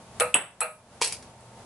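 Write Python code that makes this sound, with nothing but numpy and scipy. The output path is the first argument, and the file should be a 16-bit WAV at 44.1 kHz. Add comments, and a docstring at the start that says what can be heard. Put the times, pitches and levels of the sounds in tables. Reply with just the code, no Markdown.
"""A faint hum fills a small room; then a light hollow ball glances off a framed picture, bounces on a
hard surface below, taps a picture again and lands rattling in a plastic cup. Each impact excites the
damped normal modes of the ball's thin shell and of the thing it strikes. The room answers with echoes
and a short reverberation, and an automatic gain control ducks after the hardest knocks."""
import sys
import numpy as np
from scipy import signal
from scipy.fft import rfft, irfft
from scipy.io import wavfile
from scipy.ndimage import minimum_filter1d

SR = 44100
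rng = np.random.default_rng(int(sys.argv[2]) if len(sys.argv) > 2 else 0)


def generate_wav(sig):
    """Save sig (samples, or channels by samples) to the path in sys.argv[1] as 16-bit PCM at SR."""
    pcm = np.round(np.clip(np.atleast_2d(sig).T, -1, 1) * 32767).astype(np.int16)
    wavfile.write(sys.argv[1], SR, pcm)


N = 72765

# spectrum of a click on the cup's wall (frequency [Hz], relative level [dB])
CUP_CLICK_SPECTRUM = [(200, -23), (600, -5.5), (1100, -12), (1500, -8.5), (2500, 2), (3500, -3.5),
                      (4400, 1), (5600, 0.5), (7200, -3), (8400, -2), (9200, -5.5), (10500, -3.5)]
MODE_ATTACK_S, BODY_ATTACK_S, ROOM_BUILD_S = 0.00076, 0.0018, 0.0035
LANDING_S = 1.0152
TIME = np.arange(N) / SR


def amp(db):
    """Amplitude ratio of a level in decibels."""
    return 10 ** (np.asarray(db) / 20)


def tint(x, spectrum):
    """Spectral shaping by a curve of (frequency [Hz], gain [dB]) points."""
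    hz, db = np.array(spectrum, float).T
    gain = amp(np.interp(np.log(np.fft.rfftfreq(N, 1 / SR) + 1), np.log(hz), db))
    return irfft(rfft(x) * gain, N)


def noise(spectrum):
    """Filtered Gaussian noise of unit variance."""
    coloured = tint(rng.standard_normal(N), spectrum)
    return coloured / coloured.std()


def stereo(mid, side):
    """Sum and difference of mid and side give left and right."""
    return np.array([mid + side, mid - side])


def diffuse(spectrum):
    """Diffuse field: the channels are coherent in the bass, less so in the treble."""
    # side against mid (frequency [Hz], gain [dB])
    width = [(100, -22.5), (400, -14.5), (800, -18), (1150, -8), (2500, -2.5), (5000, 0.5), (11000, -1)]
    return stereo(noise(spectrum), tint(noise(spectrum), width))


def decay(start, t60, attack=MODE_ATTACK_S):
    """Exponential damping: a quick rise, then a fall of 60 dB in t60 seconds."""
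    age = np.maximum(TIME - start, 0)
    return (1 - np.exp(-age / attack)) * np.exp(-np.log(1000) * age / t60)


def ring(start, modes):
    """Modal superposition: one blow sets off a sum of damped sines."""
    return sum(amp(db) * decay(start, t60) * np.sin(2 * np.pi * hz * (TIME - start))
               for hz, db, t60 in modes)


def waver():
    """Low-pass noise gives a slow random modulation of unit variance."""
    return noise([(1, 0), (5, 0), (20, -40), (100, -120)])


def background():
    """Tones over broadband noise: an appliance's hum and soft rush, with microphone hiss."""
    # hum partials (frequency [Hz], RMS level [dB])
    partials = [(121, -59), (904, -62.5)]
    # rush and hiss (frequency [Hz], relative level [dB])
    rush_spectrum = [(25, -23.5), (75, -5), (125, -6), (170, -6), (230, -4.5), (300, -17), (370, -11),
                     (480, -11), (650, -7), (900, -10.5), (1200, -15.5), (1900, -22.5), (5000, -28),
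                     (11000, -28)]
    hum = sum(amp(db + 2 * waver()) * np.sqrt(2) * np.sin(2 * np.pi * hz * TIME + .5 * waver())
              for hz, db in partials)
    return amp(-49 + 1.7 * waver()) * diffuse(rush_spectrum) + hum


def room(x, wet_db, pan_db):
    """Convolution with the room's impulse response adds reflections to the direct sound."""
    # reflections off nearby walls and floor (delay [s], left gain [dB], right gain [dB])
    echoes = [(.0066, -20, -0.5), (0.014, -15, -14.5), (0.0224, -7, -16.5)]
    # side gain of the reflections (frequency [Hz], gain [dB])
    width = [(100, -10), (800, -15.5), (1200, -8), (5000, 1.5), (11000, -0.5)]
    response = np.zeros((2, N))
    for db, t60 in (-0.5, 0.11), (-5.5, 0.3):  # scatter from furniture, then the tail
        fall = decay(0, t60, ROOM_BUILD_S)
        response += amp(db) * diffuse([(1, 0), (SR, 0)]) * fall / np.sqrt(np.sum(fall ** 2))
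    for delay, left_db, right_db in echoes:
        response[:, int(delay * SR)] += amp([left_db, right_db])
    left, right = amp(wet_db) * signal.fftconvolve(x[None], response, axes=1)[:, :N]
    direct = x * amp([[pan_db / 2], [-pan_db / 2]])
    return direct + stereo((left + right) / 2, tint((left - right) / 2, width))


def pictures():
    """Plate vibration: a struck picture thumps, then rings with a few clear modes over many dense ones."""
    # knocks (time [s], ring level [dB], dense mode level [dB], thump level [dB])
    knocks = [(0.2069, -20, -23, -15), (0.6116, -18, -18, -16)]
    # panel modes (frequency [Hz], T60 [s], share in first knock [dB], share in second [dB])
    modes = [(493.4, 0.23, 2.5, -5.5), (542, 0.35, -22, -42), (559, 0.089, 3, -12), (616, 0.46, -14, -10.5),
             (637, 0.21, -6.5, 0), (1266, 0.28, -4.5, -1.5), (1393, 0.057, -0.5, -23), (1873, .11, -9, -33),
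             (2390, 0.32, -31, -12.5), (2510, 0.084, -12.5, 2.5), (4170, .14, -19, -14),
             (4180, 0.19, -35, -19.5)]
    # dense modes (frequency [Hz], relative level [dB])
    dense_spectrum = [(150, -34.5), (380, -17), (520, -1), (680, 3), (1000, -1), (1350, 3.5), (1900, -7.5),
                      (2650, 2), (3100, -23.5), (4200, -15.5), (5000, -31.5), (11000, -40.5)]
    # thump (frequency [Hz], relative level [dB])
    thump_spectrum = [(150, -30.5), (380, -30), (600, -16), (1300, 9), (2400, -3), (3500, 3), (5000, -23),
                      (11000, -30)]
    # side against mid for the ring (frequency [Hz], gain [dB])
    width = [(100, -18), (750, -31), (1200, -16.5), (4000, -3.5)]
    swell_s = .004  # the panel's ring swells in over a few milliseconds
    out = 0
    for k, (start, ring_db, dense_db, thump_db) in enumerate(knocks):
        panel = amp(ring_db) * ring(start, [(hz, shares[k], t60) for hz, t60, *shares in modes])
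        panel *= 1 - np.exp(-np.maximum(TIME - start, 0) / swell_s)
        side = tint(signal.hilbert(panel).imag, width)  # in quadrature with the mid
        dense = amp(dense_db) * diffuse(dense_spectrum) * decay(start, t60=0.25, attack=swell_s)
        thump = amp(thump_db) * diffuse(thump_spectrum) * decay(start, t60=0.013)
        out = out + stereo(panel, side) + dense + thump
    return out


def thud():
    """Double-slope decay: the hard bounce's dull body dies fast, its wash in the room slowly."""
    # thud (frequency [Hz], relative level [dB])
    spectrum = [(60, -21), (170, -3.5), (330, -6.5), (550, 1.5), (850, 3.5), (1150, 0.5), (2200, -3),
                (3400, -7), (4200, -23.5), (11000, -45)]
    start = .347
    body = amp(-17) * decay(start, t60=0.08, attack=BODY_ATTACK_S)
    wash = amp(-18) * decay(start, t60=0.35, attack=BODY_ATTACK_S)
    return diffuse(spectrum) * (body + wash)


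def cup_body():
    """Resonance: the landing excites the cup's hollow knock, which reverberates in the room."""
    # cup modes (frequency [Hz], relative level [dB], T60 [s])
    modes = [(428.4, -6.5, 0.16), (457.3, -3, .13), (848, -11, 0.055), (938, 1, .08), (1010, 7, 0.032),
             (1203, -6.5, 0.09)]
    # the cup's reverberation (frequency [Hz], relative level [dB])
    wash_spectrum = [(150, -38), (300, -20), (450, 3), (650, -10), (950, 4), (1250, -16), (1500, -14),
                     (4000, -18)]
    wash = amp(-32) * diffuse(wash_spectrum) * decay(LANDING_S, t60=0.37, attack=ROOM_BUILD_S)
    return amp(-21.5) * ring(LANDING_S, modes) + wash


def chatter(contacts_per_s=1400, end_s=1.177, fade_s=0.006):
    """Shot noise: many tiny random contacts as the ball skitters round the cup."""
    impulses = rng.standard_normal(N) * (rng.random(N) < contacts_per_s / SR)
    clicks = tint(impulses, CUP_CLICK_SPECTRUM)
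    stop = .5 - .5 * np.tanh((TIME - end_s) / fade_s)
    return amp(-23.5) * clicks / clicks.std() * decay(LANDING_S, t60=0.35, attack=BODY_ATTACK_S) * stop


def shell(start, shares_db, t60=0.016):
    """Thin-shell modes give the ball's ping; the point of contact sets the share of each."""
    # the ball's modes (frequency [Hz])
    modes_hz = [8040, 8128, 9440, 9990, 10450, 10900]
    return ring(start, [(hz, db, t60) for hz, db in zip(modes_hz, shares_db)])


def cup_rattle():
    """Repeated collisions excite the cup's thin wall and the ball's shell until the ball settles."""
    # contacts (time [s], click level [dB], shell level [dB])
    contacts = [(1.0105, -26, -53), (1.0141, -15.5, -24), (1.0212, -10.5, -26), (1.0410, -22, -31),
                (1.046, -21.5, -19), (1.058, -26, -38), (1.0732, -26.5, -22.5), (1.1232, -22, -24),
                (1.225, -37.5, -69), (1.406, -64, -52.5)]
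    # share of each shell mode (relative level [dB])
    shares_db = [-4.5, 2.5, -2, -0.5, 3, -17]
    return sum(amp(click_db) * noise(CUP_CLICK_SPECTRUM) * decay(start, t60=0.033)
               + amp(shell_db) * shell(start, shares_db) for start, click_db, shell_db in contacts)


def bounces():
    """Impulsive excitation: each bounce ticks and rings the shell; the hardest adds a woody clack."""
    # bounces (time [s], shell level [dB], tick level [dB], left minus right [dB], six mode shares [dB])
    impacts = [(0.1988, -12.5, -15, 5.5, -12.5, -5, -4, -26.5, -4, -3),
               (0.3431, -1, -19, 3, -7, -0.5, -19, -4, -8.5, -15.5),
               (0.6053, -12, -19, 11, -13, 3.5, -23, 2, 6, -1)]
    # modes of the clack (frequency [Hz], relative level [dB], T60 [s])
    clack_modes = [(2667, -2.5, 0.042), (2953, -3, 0.023), (3250, -15.5, 0.032)]
    # contact tick (frequency [Hz], relative level [dB])
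    tick_spectrum = [(100, -20.5), (700, 9.5), (2200, 3.5), (4000, 0), (6000, 2.5), (11000, -16)]
    clack = amp(-2.5) * ring(start=.3417, modes=clack_modes)
    out = room(clack, wet_db=-1, pan_db=2)
    for start, shell_db, tick_db, pan_db, *shares_db in impacts:
        tick = amp(tick_db) * noise(tick_spectrum) * decay(start, t60=0.02)
        ping = amp(shell_db) * shell(start, shares_db)
        out += room(ping, wet_db=2, pan_db=pan_db) + room(tick, wet_db=-11.5, pan_db=pan_db)
    return out


def scene():
    """Linear superposition of the ball's impacts and the room's background."""
    cup = room(cup_rattle() + chatter(), wet_db=-5.5, pan_db=0.5) + cup_body()
    return bounces() + pictures() + thud() + cup + background()


def smooth(x, tau_s):
    """Exponential averaging by a one-pole low-pass filter."""
    pole = np.exp(-1 / (tau_s * SR))
    return signal.lfilter([1 - pole], [1, -pole], x)


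def record(dry):
    """Automatic gain control: the gain drops fast, holds and recovers slowly; a steep low-pass follows."""
    threshold_db, hold_s, release_db_per_s, cutoff_hz = -15, 0.26, 18, 11050
    level_db = 10 * np.log10(smooth(np.mean(dry ** 2, axis=0), tau_s=0.00093) + 1e-12)
    duck_db = np.minimum(threshold_db - level_db, 0)
    half = int(hold_s * SR / 2)
    held_db = minimum_filter1d(duck_db, size=2 * half + 1, origin=half, mode="constant")
    recovery_db = release_db_per_s * TIME
    gain_db = np.minimum.accumulate(held_db - recovery_db) + recovery_db
    low_pass = signal.ellip(10, .2, 70, cutoff_hz, fs=SR, output="sos")
    return signal.sosfilt(low_pass, dry * amp(smooth(gain_db, tau_s=0.0011)))


dry = scene()
out = record(dry)
generate_wav(out)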